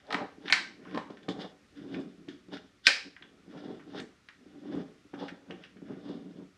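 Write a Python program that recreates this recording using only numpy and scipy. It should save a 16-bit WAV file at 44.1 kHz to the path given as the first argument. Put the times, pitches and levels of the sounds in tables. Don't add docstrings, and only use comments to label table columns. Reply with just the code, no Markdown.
import sys
import numpy as np
from scipy import signal
from scipy.fft import rfft, irfft, next_fast_len
from scipy.io import wavfile
from scipy.ndimage import map_coordinates

SR = 44100
rng = np.random.default_rng(int(sys.argv[2]) if len(sys.argv) > 2 else 0)


def wrap_up_sound(samples):
    columns = np.atleast_2d(samples).T
    tamed = np.clip(columns, -1, 1)
    steps = np.round(tamed * 32767).astype(np.int16)
    wavfile.write(sys.argv[1], SR, steps)


def decibels_to_gain(level_db):
    exponent = np.asarray(level_db, float) / 20
    return 10 ** exponent


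N = 289957


def board():
    # peak_s, level_db, rise_s, fall_s, hardness_db
    drags = [(.144, -42, 0.07, 0.033, 13.5), (.224, -42, 0.16, 0.093, 6), (.454, -42.5, 0.1, 0.34, -5),
             (.968, -35, 0.21, 0.11, -9.5), (1.114, -45.5, 0.053, 0.11, -6), (1.262, -51, .4, .05, -24),
             (1.456, -41.5, 0.24, 0.038, 2), (1.996, -31, 0.19, 0.033, -9), (2.034, -42, .2, 0.14, -16),
             (3.56, -44, 0.1, 0.32, -2.5), (3.714, -36.5, 0.24, 0.11, -9), (3.962, -50.5, 0.11, 0.17, 4.5),
             (4.022, -41.5, 0.3, .1, -21), (4.78, -33, 0.26, 0.15, -10), (5.228, -39.5, 0.067, 0.1, 5),
             (5.91, -35, 0.076, 0.13, -12.5), (6.108, -39, 0.21, 0.17, -6.5),
             (6.418, -44.5, 0.9, 0.095, -13.5), (1.79, -45, 0.046, 0.87, -21),
             (2.522, -40, 0.019, .125, -3), (3.068, -43.5, 0.038, 0.054, -24),
             (4.408, -56.5, 0.041, 0.37, -25), (5.322, -57.5, 0.053, 0.13, -17),
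             (5.51, -37.5, .04, 0.11, -6.5)]
    # start_s, level_db, fall_s, hardness_db
    landings = [(1.291, -37, 0.22, -4), (2.287, -40, .11, -37), (2.485, -49.5, 0.093, -15),
                (2.874, -49.5, 0.15, 13.5), (3.211, -55, 0.62, -8.5), (3.48, -48.5, 0.36, -21),
                (4.905, -50.5, 0.038, -25), (5.06, -63.5, 0.064, -30), (5.138, -43, 0.45, -1.5),
                (5.761, -45, 0.075, -24), (5.821, -45.5, .5, -30)]
    # start_s, peak_db, hardness_db
    knocks = [(0.144, -19, -14), (0.377, -33, -24), (0.947, -19, -9.5), (0.974, -23, 6.5),
              (1.101, -25.5, -7.5), (1.284, -14, -9), (1.383, -28, -12), (1.962, -20, -21.5),
              (2.281, -23, -38), (2.485, -37, -16.5), (2.523, -28.5, -9), (3.053, -60, -34.5),
              (3.474, -35, -36), (3.634, -41, -19.5), (3.699, -27, -16), (3.878, -35.5, -11),
              (3.947, -26, -2), (3.994, -26.5, -10), (4.459, -34.5, -47), (4.744, -29, -25.5),
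              (4.799, -53, -27), (5.047, -41.5, -34.5), (5.134, -23, -21), (5.318, -26.5, -30),
              (5.502, -32, -1.5), (5.76, -37, -26), (5.819, -25.5, -36.5), (6.087, -47, -31),
              (6.094, -19.5, -37), (6.351, -42.5, -17.5)]
    # pitch_hz, width_hz, level_db
    low_modes = [(182, 24, -3), (233, 35, -5), (287, 23.8, 1), (366.5, 40, -5.5), (427.5, 55, -10)]
    # pitch_hz, width_hz, level_db
    high_modes = [(498, 170, -1), (647, 44, 3), (647, 76, -4.5), (789, 79, 3), (960, 400, -6.5)]
    # pitch_hz, width_hz, level_db
    leg_modes = [(60, 29, -1.5), (101.1, 54, 3)]

    level, firm = strokes(drags, landings, attack_s=0.0032)
    push = decibels_to_gain(1.9 * wobble(30)) * slips(rate=250, spread_db=2.93, smooth=0.96)
    heavy = decibels_to_gain(-15.5) * level * (level / level.max()) ** 0.43
    drag = level * unit(body(push, low_modes))
    drag += heavy * unit(body(push, leg_modes))
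    drag += firm * decibels_to_gain(-2.5) * unit(body(push, high_modes))

    soft, hard = np.zeros((2, N))
    for start_s, peak_db, hard_db in knocks:
        i = round(start_s * SR)
        soft[i] = -decibels_to_gain(peak_db + 35)
        hard[i] = -decibels_to_gain(peak_db + hard_db + 28.5)

    def stand(f):
        return (1j * f / (60 + 1j * f)) ** 2 / (1 + 1j * f / 1300) ** 2

    return filtered(decibels_to_gain(-2.5) * drag + body(soft, low_modes) + body(hard, high_modes), stand)


def plastic_contacts():
    # start_s, peak_db, ring_hz, edge_db
    taps = [(0.0667, -52, 1950, 24), (0.1052, -25.5, 1900, -17), (0.8506, -42.5, 1620, -24.5),
            (0.9104, -42.5, 2250, -14.5), (0.9465, -30.5, 1754, -11), (0.9586, -34, 2940, -17),
            (0.9746, -24.5, 1850, -14), (1.1038, -44, 1440, -8), (2.4857, -56.5, 3620, -6.5),
            (3.7956, -47, 1560, -30), (5.137, -39.5, 1400, -24)]
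    # start_s, peak_db, ring_hz, edge_db
    held_ticks = [(0.481, -25, 3800, -39), (0.552, -29, 1830, -6), (1.171, -43.5, 1720, -17),
                  (1.19, -52, 1800, -19), (1.2311, -46.5, 3340, -15), (1.408, -45, 3450, -13),
                  (4.745, -48, 1184, -27), (6.088, -47, 1500, -3.5), (1.9418, -32.5, 2370, -37),
                  (2.285, -37, 3250, -14), (3.1652, -38, 1846, -51), (3.223, -36, 3380, -33),
                  (3.999, -32.5, 1800, -10), (4.287, -36, 1870, -16), (5.2819, -33.5, 1790, -15),
                  (5.5068, -32.5, 2920, -23), (5.638, -36.5, 2800, -23.5), (5.768, -50.5, 1640, -24)]
    # start_s, peak_db, ring_hz, edge_db, thud_db
    snaps = [
        (0.1255, -19.5, 1930, -11, -12),
        (0.1436, -15.5, 1900, -18, -11.5),
        (.4990, -18, 2300, -28, -20),
        (0.5244, -3.5, 2117, -10.5, -25.5),
        (1.2853, -28, 3470, -10.5, -16),
        (2.8678, 1, 2440, -8.5, -35.5),
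    ]
    # pitch_hz, width_hz, level_db
    deep_modes = [(778, 170, -5), (1150, 360, 4.5)]
    # pitch_hz, width_hz, level_db
    low_modes = [(1560, 60, -0.5), (1800, 120, -1), (2276, 230, -5), (3050, 460, -6.5)]
    # pitch_hz, width_hz, level_db
    high_modes = [(4020, 610, -0.5), (4600, 160, -2.5), (5240, 520, -5.5)]
    # pitch_hz, width_hz, level_db
    tab_modes = [(6500, 780, -10.5), (7740, 690, -9.5), (9800, 1200, -8.5), (12800, 940, -10)]
    pulse, lead, knots = 4096, 48, 40

    out = np.zeros(N + SR)
    f = np.fft.rfftfreq(pulse, 1 / SR)
    small = 1 / (1 + (1400 / (f + 1)) ** 8)
    blunt = 1 / (1 + (f / 3300) ** 5)
    thud_range = 1 / (1 + (f / 1500) ** 4) / (1 + (600 / (f + 1)) ** 4)

    def ring(modes):
        return sum(decibels_to_gain(db + rng.normal(0, 0.5)) ** 2 / (1 + (2 * (f - hz) / width) ** 2)
                   for hz, width, db in modes)

    contacts = [(*row, -6.5) for row in taps] + [(*row, -25) for row in held_ticks] + snaps
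    for start_s, peak_db, ring_hz, edge_db, thud_db in contacts:
        tone = blunt * ring(low_modes)
        tone += ring([(ring_hz, 350, -1.5)]) / (1 + ((f - ring_hz) / 900) ** 4)
        edge = decibels_to_gain(edge_db + 3.0) ** 2 * ring(high_modes) / (1 + (f / 6000) ** 8)
        tabs = decibels_to_gain(edge_db - 16.5 + 4.5) ** 2 * ring(tab_modes)
        overtone = decibels_to_gain(edge_db + 3) ** 2 / (1 + ((f - 2.03 * ring_hz) / 350) ** 4)
        overtone = overtone / (1 + (f / 5600) ** 16)
        thud = decibels_to_gain(thud_db + 7) ** 2 * ring(deep_modes) * thud_range
        knot_hz = np.arange(knots) * SR / 2 / knots
        late_s = 0.0045 * np.interp(f, knot_hz, rng.random(knots) ** 2) + lead / SR
        hit = causal(small * (tone + edge + tabs + overtone) + thud, late_s)
        hit = hit[:pulse // 2] / np.linalg.norm(hit)
        out[round(start_s * SR) - lead:][:len(hit)] += decibels_to_gain(peak_db + 11.5) * hit
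    return out[:N]


def rustle():
    # peak_s, level_db, rise_s, fall_s, case_share_db
    rubs = [(.095, -64, .4, .02, -5), (.128, -43, 0.022, 0.028, 1), (.206, -59, .3, .09, -1),
            (.49, -42.5, 0.066, .01, -0.5), (.852, -49.5, 0.067, 0.14, -12), (.945, -51, 0.094, .01, -5),
            (1.419, -44.5, 0.048, 0.083, 3.5), (1.773, -58.5, .05, 0.19, -2.5),
            (1.945, -53, 0.11, 0.22, 1.5), (2.538, -50, 0.042, 0.15, 3), (3.578, -52, 0.12, 0.072, -4),
            (3.65, -54, 0.046, 0.25, -0.5), (3.986, -43.5, 0.089, 0.055, 1), (4.81, -57, 0.53, 0.14, -2),
            (5.2, -50.5, 0.083, 0.18, 0), (5.514, -55, 0.056, 0.062, -7.5), (5.65, -55.5, 0.13, 0.091, -1),
            (5.924, -54.5, 0.16, .18, -8), (6.112, -59, .22, 0.18, 4), (6.4, -71.5, 0.48, 0.13, 2.5),
            (2.862, -40, .02, .006, 8.5), (3.6, -67, 0.094, .3, 7.5), (5.24, -57.5, 0.092, 0.12, 8)]
    # start_s, level_db, fall_s, case_share_db
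    catches = [(.002, -59, 0.027, -4), (.107, -45.5, 0.068, -3), (0.458, -40, 0.066, -3.5),
               (.988, -54, 0.033, -4), (1.1, -61.5, 0.38, -1), (1.296, -53.5, 0.069, 11.5),
               (2.292, -55.5, 0.13, 2.5), (2.57, -44, 0.041, -1), (3.4, -70.5, .07, -20.5),
               (3.799, -47.5, 0.05, -20), (4.289, -56.5, 0.076, -10), (5.142, -53, 0.18, -16),
               (5.287, -40.5, 0.05, -10)]
    # pitch_hz, width_hz, level_db
    hollow_modes = [(1400, 180, 1.5), (1800, 390, 1.5), (2300, 940, -6)]
    # pitch_hz, width_hz, level_db
    shell_modes = [(2840, 83, -5.5), (3504, 340, -1)]
    # pitch_hz, width_hz, level_db
    hiss_modes = [(5030, 750, -0.5), (6350, 1800, -11.5), (9000, 5400, -21.5)]

    grains = decibels_to_gain(2.2 * wobble(40)) * slips(rate=1900, spread_db=2.5, smooth=0.9)
    dull = unit(body(grains, hollow_modes))
    case = unit(body(grains, shell_modes))
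    hiss = unit(body(grains, hiss_modes))
    level, open_hand = strokes(rubs, catches, attack_s=0.005)
    return decibels_to_gain(-5) * (level * dull + open_hand * (case + decibels_to_gain(-7.5) * hiss))


def room(x):
    # pitch_hz, time_s
    decay = [(200, 0.44), (800, 0.38), (2000, 0.35), (5500, 0.39), (10000, 0.3)]
    # pitch_hz, level_db
    walls = [(300, -5.5), (1000, 0.5), (2000, -4.5), (5000, -7.5), (8000, 6), (12000, -9)]

    out = np.zeros(N + 2 * SR)
    step = SR // 4
    for start in range(0, N, step):
        hz, t, z = signal.stft(rng.standard_normal(SR // 2), SR, nperseg=128)
        wall_fade = decibels_to_gain(-60 * t / along(decay, hz)[:, None])
        clutter_fade = decibels_to_gain(0.5 - 60 * t / 0.042)
        colour = decibels_to_gain(along(walls, hz)[:, None])
        tail = signal.istft(z * (wall_fade + clutter_fade) * colour, SR, nperseg=128)[1]
        answer = signal.fftconvolve(x[start:start + step], tail / np.linalg.norm(tail))
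        out[start + 60:][:len(answer)] += answer
    return out[:N]


def air():
    # pitch_hz, level_db (per Hz)
    tone_colour = [(15, -29.5), (25, -4.5), (75, -2.5), (118, -8.5), (250, -7), (927, -23), (1090, -17.5),
                   (1350, -12), (1630, -18.5), (1810, -14.5), (2010, -16), (2300, -16.5), (3260, -20),
                   (5570, -23), (15000, -32.5)]
    noise = filtered(rng.standard_normal(N), lambda hz: decibels_to_gain(along(tone_colour, hz)))
    return decibels_to_gain(-67 + 0.77 * wobble(3.6)) * unit(noise)


def strokes(swells, sudden, attack_s):
    rows = swells + [(s, db, attack_s, fall, share) for s, db, fall, share in sudden]
    peak_s, level_db, rise_s, fall_s, share_db = np.transpose(rows)[..., None]
    t = np.arange(0, N, 32) / SR
    away = np.maximum((peak_s - t) / np.abs(rise_s), (t - peak_s) / np.abs(fall_s))
    power = decibels_to_gain(level_db - 24.5 * away) ** 2
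    shared = power * decibels_to_gain(share_db) ** 2
    return [np.interp(np.arange(N) / SR, t, np.sqrt(p.sum(axis=0))) for p in (power, shared)]


def slips(rate, spread_db, smooth):
    hit = rng.random(N) < rate / SR
    size = decibels_to_gain(spread_db * np.minimum(rng.exponential(size=N), 2)) * rng.choice([-1, 1], N)
    return unit(hit * size) + smooth * rng.standard_normal(N)


def body(x, modes):
    def response(f):
        total = 0
        for k, (hz, width, db) in enumerate(modes):
            damping = 1j * f * width
            total = total + (-1) ** k * decibels_to_gain(db) * damping / (hz * hz - f * f + damping)
        return total

    return filtered(x, response)


def causal(power, delay):
    cepstrum = irfft(np.log(power + 1e-14) / 2)
    half = len(cepstrum) // 2
    folded = np.concatenate([cepstrum[:1], 2 * cepstrum[1:half], 0 * cepstrum[half:]])
    lag = 2 * np.pi * np.cumsum(delay) * SR / len(cepstrum)
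    return irfft(np.exp(rfft(folded) - 1j * lag))


def filtered(x, response):
    m = next_fast_len(N + SR // 2)
    return irfft(rfft(x, m) * response(np.fft.rfftfreq(m, 1 / SR)), m)[..., :N]


def wobble(rate):
    knots = rng.standard_normal(int(N * 300 / SR) + 4)
    return map_coordinates(knots, [np.arange(N) * min(rate, 300) / SR])


def along(points, hz):
    f, v = np.transpose(points)
    return np.interp(np.log(hz + 1), np.log(f + 1), v)


def unit(x):
    return x / np.sqrt(np.mean(x ** 2) + 1e-20)


def scene():
    wood, skin, plastic = board(), rustle(), plastic_contacts()
    wet = room(decibels_to_gain(1.0) * plastic + decibels_to_gain(-13.0) * skin + decibels_to_gain(-8.5) * wood)
    return (wood + skin + plastic + wet + air())[None]


def band_limit(x):
    return signal.sosfilt(signal.butter(12, 15140, fs=SR, output="sos"), x)


def record(dry):
    # pitch_hz, level_db
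    mic_colour = [(30, -9), (100, 2.5), (6000, 0.5), (9000, -4.5), (12000, -8.5), (15000, -32)]
    rounded = dry / (1 + np.abs(dry / 0.65) ** 4) ** (1 / 4)
    mix = filtered(rounded, lambda hz: decibels_to_gain(along(mic_colour, hz)))
    return band_limit(mix)


dry = scene()
out = record(dry)
wrap_up_sound(out)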